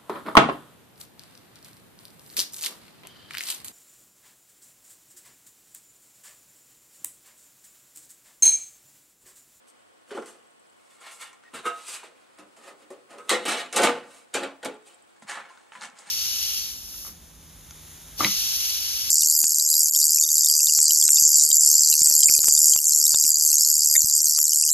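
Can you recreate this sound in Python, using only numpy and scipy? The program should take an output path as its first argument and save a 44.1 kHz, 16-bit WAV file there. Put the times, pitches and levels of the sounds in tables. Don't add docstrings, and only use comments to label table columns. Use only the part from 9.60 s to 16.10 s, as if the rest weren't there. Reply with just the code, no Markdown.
import sys
import numpy as np
from scipy import signal
from scipy.fft import rfft, irfft
from scipy.io import wavfile

SR = 44100
rng = np.random.default_rng(int(sys.argv[2]) if len(sys.argv) > 2 else 0)


def invert_db(x):
    u = np.asarray(x, float) / 20
    return 10 ** u


def to_wav(sig):
    pcm = np.clip(np.atleast_2d(sig), -1, 1) * 32767
    pcm = np.round(pcm).astype(np.int16)
    wavfile.write(sys.argv[1], SR, pcm.T)


N = 286650

# low_hz, high_hz
BANDS = [
    (60, 800),
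    (800, 2500),
    (2500, 5200),
    (5200, 16000),
]
# pitch_hz, level_db, t60_s
LIFTED = [(373, -3.5, 0.16), (404, -7, 0.18), (437, -10, 0.53), (578, 0.5, 0.17), (960, -11, 0.21)]
IN_HAND = [(459, 7, 0.086), (487, 1, 0.23), (688, -10, 0.48), (825, -21, 0.18), (1090, -10.5, 0.12),
           (1274, 2, 0.35), (1420, -2.5, 0.12), (1566, -4, 0.13), (2140, -16, 0.17), (2770, -14, 0.26),
           (3650, -11, 0.068), (3840, -15, .2)]
LOWERED = [(501, -1.5, 0.6), (1270, -2, 0.31), (1390, 0, 0.18), (1892, 2.5, 0.3), (1986, 7, .4),
           (2094, 10.5, .25), (4310, -6, .2), (4330, -15.5, .14), (2970, -3, 0.14), (3740, -6.5, .2),
           (3850, -18, .2), (3960, 0.5, .2)]
SEATED = [(278, -2, 0.33), (360, -9.5, 0.22), (484, 5, 0.27), (575, 1.5, 0.14), (737, 1.5, 0.25),
          (880, 4, 0.26), (1370, -16, .2), (1230, -2, 0.17), (1504, 1, 0.34), (1850, -15.5, 0.17),
          (2060, -17, .16), (2260, -2, .2), (2770, -9, .15), (2920, -9, .15)]
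DISH = [(880, -6, 0.13), (937, 4, 0.2), (1122, 3, 0.24), (1180, -9, .2), (1410, 6, .15), (1750, 7.5, .15),
        (1950, 3, 0.19), (2177, 4.5, 0.13)]
DRAGGED = [(1090, 3, .05), (1370, 6, .06), (1250, 2, .04), (1850, 0, .04), (2170, 6, .045), (2260, 3, .045),
           (2850, -5, .04)]
TILTED = [(301.5, -0.5, 0.41), (389.5, 0, 0.3), (417, -1, 0.22), (569, 2.5, 0.28), (694, -7.5, 0.16),
          (895, -18, .15), (1120, -17, .2), (1270, -3.5, 0.35)]
PRESSED = [(275, -1, 0.2), (433, -8, 0.16), (489, -3.5, 0.22), (554, -2, 0.21), (603, -8, 0.15),
           (682, -11, 0.16), (751, 1.5, 0.094), (871, 4.5, 0.08)]
SLIDING = [(304, -3, 0.18), (491, 6.5, 0.2), (4080, -3, 0.15), (720, -1, 0.15), (884, 4, 0.16),
           (1436, -3, 0.07), (1870, 0, 0.24), (2284, 5, 0.088), (2700, -11, 0.1), (2960, 1, .08),
           (3790, -4, 0.066)]
# start_s, end_s, modes, clear_over_dense_db, dense_t60_s at 1 kHz, ring_share left by the hands
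HOLDS = [(0, 1.198, LIFTED, -10.5, 0.044, 0.71), (1.196, 1.809, DRAGGED, -4, 0.13, 1),
         (1.82, 1.941, DRAGGED, -16, 0.34, .3), (1.918, 2.01, IN_HAND, 4, 0.31, 0.12),
         (2.024, 2.196, IN_HAND, 8.5, 0.32, 0.56), (2.18, 2.67, IN_HAND, -8.5, 0.3, 0.18),
         (2.671, 3.582, TILTED, -4.5, 0.27, 1), (3.576, 3.695, IN_HAND, 2, 0.14, 0.41),
         (3.683, 3.845, LOWERED, -2, 0.23, 0.65), (3.853, 4.098, SLIDING, -7, 0.1, 0.99),
         (4.099, 4.663, SEATED, -5.5, 0.17, 0.62), (4.67, 5.55, PRESSED, -7.5, 0.09, 0.8),
         (5.557, 6.503, DISH, -5.5, 0.16, 0.2)]
# rub_boom_db, edge_db
GRIP = [(5.5, 0.5), (-26, 0.5), (-16, 5), (-2.5, 0), (-17, -8.5), (-21, 0.5), (3, -2), (7, -7), (-0.5, 6.5),
        (-1.5, 5.5), (2.5, 2), (5.5, 4.5), (-24, -4)]
# freq_hz, level_db per Hz
METAL_TONE = [(35, -75), (60, -33.5), (268, -7.5), (437, -6.5), (492, 0.5), (651, -6.5), (862, -6),
              (968, -8.5), (1220, -5), (1740, -8), (2900, -12.5), (5330, -20), (8510, -10), (13600, -30),
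              (16000, -49)]
MODE_WANDER = 0.0035

# peak_s, level_db, build_s, let_go_s, sharpness_db
HANDLING_RUBS = [(0.09, -86, .03, 0.087, 32), (0.496, -61.5, 0.037, 0.066, 5),
                 (0.511, -43.5, 0.0092, 0.42, -10), (0.69, -68.5, 0.23, 0.19, 14),
                 (1.36, -66, 0.25, 0.21, 6), (1.485, -42, 0.12, 0.17, -8.5), (1.53, -64, 0.066, 0.36, 18),
                 (1.623, -41, 0.05, 0.2, 0), (1.882, -62, 0.26, 0.17, -24),
                 (1.946, -39.5, 0.016, 0.26, -4.5), (2.065, -23, 0.033, 0.12, -16.5),
                 (2.2, -52, 0.31, 1, -1.5), (2.35, -43.5, 0.18, 0.15, 8.5), (2.467, -55.5, 0.13, 0.1, -6),
                 (2.785, -51, 0.014, 0.088, -22), (3.089, -50.5, 0.14, 0.12, -1),
                 (3.224, -58.5, 0.086, 0.092, -3.5), (3.307, -56.5, 0.0052, 0.21, -2),
                 (3.508, -51, 0.034, 0.34, -8.5), (3.68, -56.5, 0.11, 0.044, -1)]
# peak_s, level_db, build_s, let_go_s, sharpness_db
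SEATING_RUBS = [(3.718, -26.5, 0.033, 0.2, -5.5), (3.859, -38, 0.0045, 0.4, 3.5),
                (3.912, -30, 0.11, 0.3, -6), (4.018, -36.5, 0.19, 0.054, -5),
                (4.192, -26.5, 0.08, 0.34, -6.5), (4.258, -23.5, 0.074, 0.16, -9.5),
                (4.59, -61, 0.24, 0.17, 7.5), (4.752, -31.5, 0.021, 0.19, -3.5),
                (4.842, -38.5, 0.091, 0.19, -17), (5.054, -40.5, 0.04, 0.23, -16),
                (5.279, -59.5, 0.039, 0.27, 9), (5.624, -49.5, 0.0065, 0.05, 4),
                (5.698, -33, 0.033, 0.3, -3), (5.781, -38, 0.13, 0.24, -25),
                (5.9, -57.5, 0.028, 0.98, -1.5), (6.124, -49, 0.0066, 0.59, -4.5),
                (6.24, -40.5, 0.064, 0.16, -2.5), (6.39, -52.5, 0.062, 1, 0), (6.49, -49.5, 0.065, 0.33, 1)]
SWELL_DB = 30
BUILD_SHAPE = 1.76
LET_GO_STRETCH = [0.82, 0.86, 0.72, 0.56]
RESTING_DB = [-76, -76, -75, -76]
# start_s, level_db, weight_db, sharpness_db, t60_s
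HANDLING_KNOCKS = [(0.507, -44, -14, -17, 0.026), (.549, -47, 5, -2, 0.052),
                   (0.563, -36.5, 15.5, -13, 0.057), (0.574, -37, 21.5, -16, 0.042),
                   (.622, -40, 16, -12, 0.041), (0.647, -51, 17, -8, 0.037), (0.658, -53.5, -7, 5, 0.42),
                   (1.406, -54, 5, 5.5, 0.18), (1.61, -46.5, -30, 10, 0.071),
                   (1.729, -46.5, -28, -9, 0.096), (1.941, -34.5, -12, -8, 0.15),
                   (2.052, -26.5, -7.5, -16, 0.2), (2.063, -22.5, -1, -11, 0.049),
                   (2.28, -45.5, 3, 12.5, 0.13), (2.434, -38, 2.5, -8.5, 0.083),
                   (2.785, -45, 5.5, -3.5, 0.12), (2.963, -52, 7.5, -0.5, 0.18),
                   (3.072, -44.5, 3, -21, 0.17), (3.303, -45.5, 29, 4, 0.032),
                   (3.506, -47.5, 12, -3, 0.094), (3.528, -49.5, 16, -8, 0.11),
                   (3.581, -40, -7, -9.5, 0.17)]
# start_s, level_db, weight_db, sharpness_db, t60_s
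SEATING_KNOCKS = [(3.693, -20, -20, 1.5, 0.11), (3.712, -17, 12, -14, 0.053),
                  (3.851, -31.5, 20, 5.5, 0.036), (3.881, -26, -3, 1, 0.17), (4.126, -29, 2, 0.5, 0.068),
                  (4.161, -19, 6.5, 5.5, 0.091), (4.193, -30.5, 23.5, -20, 0.087), (4.219, -31, -3, 6, .06),
                  (4.262, -33, -7, -16, 0.054), (3.934, -39, 20, -17, 0.06), (4.233, -15.5, 8, -0.5, 0.093),
                  (4.739, -35, -12, 12, 0.042), (4.743, -25.5, -16, -12, 0.065),
                  (4.757, -26, -5, -4, 0.044), (4.832, -25, 3, -10, 0.035), (5.029, -31.5, 16, -8, 0.036),
                  (5.049, -30, 13, -2.5, 0.09), (5.689, -36, -7, -25, 0.087), (6.152, -37, -32, -11, 0.09),
                  (6.206, -39, -43, -19, 0.21), (6.386, -56, 9.5, 15, 0.14)]
EDGE_SHARE, KNOCK_EDGE_DB = 0.43, -3.5
DISH_FROM_S, DISH_TOP_HZ = 5.55, 9000

# start_s, peak_db, low_hz, high_hz
CRACKS = [(.0757, -50, 1500, 11000), (3.585, -40.5, 900, 5000), (5.975, -49, 900, 5000),
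          (.659, -37, 6000, 10000), (.7, -40, 6000, 10000), (1.73, -44, 5500, 7460),
          (2.788, -43, 600, 6000), (2.966, -50, 1000, 8000), (3.502, -51, 700, 5950),
          (3.6935, -19, 2000, 10100), (3.706, -10, 1200, 5000), (3.853, -25, 2500, 9900),
          (4.127, -25, 4000, 10000), (4.163, -29, 4000, 10000), (4.197, -16, 497, 2000),
          (4.2195, -19, 2500, 10000), (4.2366, -14, 1500, 10000), (4.2505, -13.5, 600, 3000),
          (4.273, -12, 696, 2980), (4.746, -24, 900, 4950), (5.048, -21, 5000, 11000),
          (5.058, -25, 800, 3940), (6.1205, -33.5, 1100, 3000), (6.133, -41, 1400, 3200),
          (6.1525, -36, 800, 2600), (6.158, -35, 900, 2590), (6.2175, -32, 900, 2620),
          (6.2235, -34, 900, 2600), (6.237, -29, 900, 2610), (6.389, -34, 4000, 10100)]
# start_s, peak_db, low_hz, high_hz
CHATTER = [(6.211, -31, 3500, 7000), (6.2177, -31, 3800, 10000), (6.2238, -28, 3800, 10000),
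           (6.233, -34, 4000, 6000), (6.237, -31, 3800, 10000), (6.2475, -32, 3800, 9000),
           (6.254, -28.5, 3800, 9000), (6.26, -44, 3000, 8000), (6.27, -46, 4000, 9000),
           (6.3, -41, 3000, 9000)]
CRACK_T60_S = 0.0068
# start_s, peak_db, pitch_hz, t60_s
TICKS = [(0.076, -64, 4980, 0.015), (0.082, -49, 8040, 0.024), (0.101, -46, 8500, 0.024),
         (1.528, -38, 7700, .01), (1.546, -38, 7500, .012), (1.729, -51, 1890, 0.065),
         (1.882, -56, 5000, .01), (4.834, -29.5, 3900, 0.014), (5.264, -59, 8300, .02),
         (6.475, -40, 4300, .02), (1.837, -44, 1520, 0.023), (2.432, -35, 960, 0.048),
         (2.966, -62, 1510, 0.018), (3.584, -40, 1270, 0.14), (3.854, -28, 3770, .015),
         (3.694, -20.5, 2830, 0.018), (.51, -36, 1710, .02), (5.623, -33, 900, 0.0098),
         (5.773, -29, 1270, 0.054), (5.904, -42, 1046, 0.13), (5.974, -41, 1470, 0.032),
         (6.12, -43, 894, 0.11), (6.215, -42, 880, 0.22), (6.243, -37, 885, 0.1), (5.029, -36, 2040, 0.011),
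         (6.135, -43, 1300, 0.016), (6.152, -40.5, 1003, 0.13), (6.39, -50, 4970, 0.016)]
# start_s, length_s, level_db, pitch_hz
SQUEAK = (1.838, .05, -60, 1870)
# start_s, peak_db, pitch_hz, t60_s
THUMPS = [(0.514, -24, 416.4, 0.13), (.548, -23, 399, 0.16), (.59, -27.5, 451, 0.12),
          (3.304, -37, 379, 0.32), (4.039, -44.5, 257, .4), (0.614, -28.5, 434, 0.11),
          (1.934, -37, 247, 0.15), (2.791, -40, 300, 0.35), (2.801, -49.5, 195, 0.3),
          (3.881, -19, 299, 0.086), (4.821, -26, 275, 0.28), (5.065, -31.5, 429.6, 0.4),
          (5.623, -39, 230, .07), (5.646, -37, 198, .05), (5.72, -48, 200, .08), (5.766, -45, 224, 0.084),
          (5.809, -46, 202, 0.065), (5.844, -53, 190, .08), (6.162, -46, 200, .05), (6.245, -43, 220, .06),
          (6.33, -49, 188, .08), (6.399, -56, 200, .1), (6.47, -46, 180, .08), (6.184, -43, 190, .05),
          (6.222, -45, 198, 0.086), (6.264, -43, 181, .05), (6.287, -43, 258, .05)]

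ROOM_T60_S, ROOM_DB = 0.18, -11
# freq_hz, level_db against the middle
WIDTH = [(60, -10), (200, -25.5), (400, -19), (1300, -14.5), (2400, -13.5), (4400, -13), (8000, -11.5),
         (10500, -2.5), (12000, -13), (15000, -19)]
MIC_LOW_CUT_HZ = 164
# freq_hz, level_db
HISS = [(15, -71), (25, -21), (70, -23), (97, -18), (130, -11), (270, -2.5), (309, -2.5), (734, -3.5),
        (962, -3), (1070, -3.5), (1560, -6.5), (3340, -12), (6560, -19), (8140, -15), (16000, -29.5)]
HISS_DB = -66.5
# freq_hz, likeness (-1 to 1)
HISS_LIKENESS = [(60, -0.46), (180, -0.54), (550, -0.64), (1650, -0.44), (4970, -0.21), (15000, -0.16)]
# pitch_hz, rms_db
WHINE = [(726.7, -81), (1093, -77.5), (1459, -81.5), (8070, -81), (8452, -99.5), (10691, -87.5),
         (15628, -101)]
# centre_hz, width_hz, level_db, flutter_db
CHIRR = [
    (7820, 900, -78.5, 2),
    (11000, 90, -84, 0.5),
    (15628, 54, -86.5, -2),
    (94.6, 11, -86.5, 0.5),
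]
# start_s, peak_db
DRIVE_CLICKS = [(0.8676, -56), (0.9035, -53), (0.9604, -63), (0.9948, -53), (1.0487, -66), (1.0702, -57),
                (1.0976, -51), (1.165, -61), (1.2109, -62), (1.352, -55), (1.4014, -53),
                (2.5977, -67), (2.7467, -60), (2.7743, -53),
                (5.1412, -48), (5.2235, -59), (5.2645, -53), (5.2762, -46), (5.3423, -45), (5.4221, -50),
              (5.5019, -58), (5.5967, -56)]
# low_hz, high_hz
DRIVE_HZ = (7600, 8800)
DRIVE_T60_S = 0.04


def unit(x):
    return x / np.sqrt(np.sum(x ** 2) + 1e-20)


def band_pass(x, order, low_hz, high_hz):
    sos = signal.butter(order, [low_hz, high_hz], "band", fs=SR, output="sos")
    return signal.sosfilt(sos, x)


def at_hz(points, hz):
    p = np.array(points)
    return np.interp(np.log(np.maximum(hz, 1)), np.log(p[:, 0]), p[:, 1])


def colour(x, spectrum):
    hz = np.fft.rfftfreq(x.shape[-1], 1 / SR)
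    return irfft(rfft(x) * invert_db(at_hz(spectrum, hz)), x.shape[-1])


def minimum_phase(spectrum, size):
    log_gain = at_hz(spectrum, np.fft.rfftfreq(size, 1 / SR)) * np.log(10) / 20
    cepstrum = irfft(log_gain, size)
    cepstrum[1:size // 2] *= 2
    cepstrum[size // 2 + 1:] = 0
    return irfft(np.exp(rfft(cepstrum)), size)


def drift(rate_hz):
    r = np.exp(-2 * np.pi * rate_hz / SR)
    slow = signal.lfilter([1], [1, -2 * r, r * r], rng.standard_normal(N + SR))[SR:]
    return slow / slow.std()


def dying_noise(t60_1k, tilt, seconds):
    t = np.arange(int(seconds * SR)) / SR
    out = 0
    for low in 60 * 2. ** np.arange(8):
        band = band_pass(rng.standard_normal(len(t)), 2, low, 2 * low)
        t60 = t60_1k * (1000 / (low * np.sqrt(2))) ** tilt
        out = out + band * invert_db(-60 * t / t60) / np.sqrt(t60)
    return out


def bursts(rows, t60):
    out, t = np.zeros(N), np.arange(SR // 20) / SR
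    for s, db, low_hz, high_hz in rows:
        noise = rng.standard_normal(len(t))
        burst = band_pass(noise * invert_db(-60 * t / t60), 3, low_hz, high_hz)
        i = round(s * SR)
        out[i:i + len(t)] += (invert_db(db) * burst / np.abs(burst).max())[:N - i]
    return out


def flutter(hz, width, db, depth_db):
    band = band_pass(rng.standard_normal((2, N)), 2, hz - width / 2, hz + width / 2)
    waver = np.minimum(drift(7.3) + 0.63 * drift(50), 2)
    return invert_db(db + depth_db * waver) * band / band.std()


def camera():
    hz = np.fft.rfftfreq(N, 1 / SR)
    alike = np.clip(at_hz(HISS_LIKENESS, hz), -1, 1)
    mid, side = rfft(colour(rng.standard_normal((2, N)), HISS))
    side = np.sqrt((1 - alike) / (0.8 + alike)) * side
    hiss = irfft(mid + side * [[1], [-1]], N)
    hiss = invert_db(HISS_DB) * hiss / hiss.mean(axis=0).std()
    t = np.arange(N) / SR
    whine = sum(invert_db(db) * np.sqrt(2) * np.sin(2 * np.pi * (f * t + rng.random())) for f, db in WHINE)
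    return hiss + sum(flutter(*row) for row in CHIRR) + whine


def drive():
    clicks = DRIVE_CLICKS
    rows = [(s, db + 1.5, *DRIVE_HZ) for s, db in clicks]
    return np.array([bursts(rows, DRIVE_T60_S) for _ in range(2)])


def room_tail():
    return np.r_[np.zeros(round(.004 * SR)), unit(dying_noise(ROOM_T60_S, tilt=.15, seconds=.7))]


def room(x):
    mid, side = invert_db(ROOM_DB) * room_tail(), invert_db(ROOM_DB) * room_tail()
    near = np.r_[np.zeros(SR // 500), unit(dying_noise(.12, tilt=.1, seconds=.2))]
    side[:len(near)] += near
    side = signal.fftconvolve(side, minimum_phase(WIDTH, size=1024))
    wet_mid = signal.fftconvolve(x, mid)[:N]
    wet_side = signal.fftconvolve(x, side)[:N]
    return x + wet_mid + wet_side * [[1], [-1]]


def low_thumps():
    out, t = np.zeros(N), np.arange(SR // 3) / SR
    for s, db, hz, t60 in THUMPS:
        i = round(s * SR)
        modes = np.sin(2 * np.pi * hz * t) + 0.23 * np.sin(2 * np.pi * .72 * hz * t)
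        swell = 1 - np.exp(-t / 0.0018)
        thump = invert_db(db - 6.0 - 60 * t / max(t60, .05)) * swell * modes
        out[i:i + len(t)] += thump[:N - i]
    return out


def squeak():
    out, t = np.zeros(N), np.arange(SR // 8) / SR
    s, length, db, hz = SQUEAK
    wobble = np.cumsum(1 + 0.0053 * drift(60)[:len(t)]) / SR
    fade = np.exp(-np.maximum(t - length, 0) / 0.012)
    level = invert_db(db + 4.8 * drift(80)[:len(t)])
    out[round(s * SR):][:len(t)] += level * fade * np.sin(2 * np.pi * hz * wobble)
    return out


def ticks():
    out, t = np.zeros(N), np.arange(SR // 8) / SR
    for s, db, hz, t60 in TICKS:
        i = round(s * SR)
        noise = rng.standard_normal(len(t)) * invert_db(-60 * t / 0.0087)
        crack = band_pass(noise, 2, hz * .7, min(hz * 3.0, 11000))
        ring = invert_db(2.5 - 60 * t / max(t60, .003)) * np.sin(2 * np.pi * hz * t)
        out[i:i + len(t)] += (invert_db(db - 6.0) * (crack / np.abs(crack).max() + ring))[:N - i]
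    return out


def metal_response(modes, clear_db, t60, ring_share):
    dense = unit(dying_noise(t60, tilt=0.55, seconds=.3))
    dense[0] += 1.2
    dense = signal.fftconvolve(dense, minimum_phase(METAL_TONE, size=4096))[:len(dense)]
    t = np.arange(len(dense)) / SR
    reach_db = 2 * rng.standard_normal(len(modes))
    detune = 1 + MODE_WANDER * rng.standard_normal(len(modes))
    clear = np.zeros(len(t))
    for (hz, db, ring), reach, shift in zip(modes, reach_db, detune):
        held_t60 = min(ring_share, 1) * min(ring, 12 / np.sqrt(hz))
        clear += invert_db(db + reach - 60 * t / held_t60) * np.sin(2 * np.pi * hz * shift * t)
    whole = unit(dense) + invert_db(clear_db) * unit(clear)
    bands = [unit(band_pass(whole, 2, *edges)) for edges in BANDS]
    return np.array(bands) * [[1], [-1], [1], [-1]]


def slips(per_s, spread_db):
    size = invert_db(spread_db * np.minimum(rng.exponential(1, N), 3)) * rng.choice([-1, 1], N)
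    return unit(size * (rng.random(N) < per_s / SR)) * np.sqrt(N)


def grip_at(s):
    return GRIP[np.searchsorted([hold[0] for hold in HOLDS], s) - 1]


def rubbing():
    t = np.arange(N) / SR
    power = invert_db(np.array(RESTING_DB))[:, None] ** 2 * np.ones(N)
    for s, db, build, let_go, sharp in HANDLING_RUBS + SEATING_RUBS:
        boom, edge = grip_at(s)
        span = slice(max(round((s - 2 * build) * SR), 0), round((s + 2 * let_go) * SR))
        before = np.maximum((s - t[span]) / max(build, .002), 0) ** BUILD_SHAPE
        after = (t[span] - s) / (max(let_go, .01) * np.c_[LET_GO_STRETCH])
        tone_db = np.c_[[boom, 0, edge + EDGE_SHARE * sharp, sharp]]
        power[:, span] += invert_db(db - 4.5 + tone_db - SWELL_DB * np.maximum(before, after)) ** 2
    return np.sqrt(power)


def rattling():
    out = np.zeros((4, N))
    rise_s = np.array([[.006], [.002], [.001], [.0005]])
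    for s, db, weight, sharp, t60 in HANDLING_KNOCKS + SEATING_KNOCKS:
        i = round(s * SR)
        edge = grip_at(s)[1] + KNOCK_EDGE_DB
        after = np.arange(min(SR // 2, N - i)) / SR
        levels = invert_db(db + np.c_[[weight, 0, edge + EDGE_SHARE * sharp, sharp]])
        out[:, i:i + SR // 2] += levels * invert_db(-60 * after / max(t60, .005)) * (1 - np.exp(-after / rise_s))
    return out


def force():
    cover_grains = slips(5000, 2.84)
    screw_grains = 0.85 * slips(5000, 4.4) + 0.61 * slips(350, 1.5)
    grains = np.where(np.arange(N) / SR < DISH_FROM_S, cover_grains, screw_grains)
    rubs = rubbing() * grains * invert_db(1.33 * drift(24))
    return rubs + invert_db(-5.0) * rattling() * slips(4000, 2.47)


def metal():
    push, out = force(), np.zeros(N)
    point = np.repeat(rng.integers(0, 5, N // 160 + 1), 160)[:N]
    for start, end, *hold in HOLDS:
        a, b = round(start * SR), round(end * SR)
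        for k in range(5):
            touch = push[:, a:b] * (point[a:b] == k)
            rung = signal.fftconvolve(touch, metal_response(*hold), axes=1).sum(axis=0)
            out[a:a + len(rung)] += rung[:N - a]
    return out


def scene():
    work = metal() + ticks() + squeak() + low_thumps() + bursts(CRACKS + CHATTER, CRACK_T60_S)
    dish = round(DISH_FROM_S * SR)
    work[dish:] = signal.sosfilt(signal.butter(2, DISH_TOP_HZ, fs=SR, output="sos"), work[dish:])
    work = signal.sosfilt(signal.butter(3, MIC_LOW_CUT_HZ, "high", fs=SR, output="sos"), work)
    balance = invert_db(np.array([[-.2], [.2]]))
    return room(work) * balance + camera() + drive()


def top_cut(x):
    return signal.sosfilt(signal.butter(12, 15850, fs=SR, output="sos"), x)


def record(dry):
    return top_cut(dry)


dry = scene()
out = record(dry)
to_wav(out)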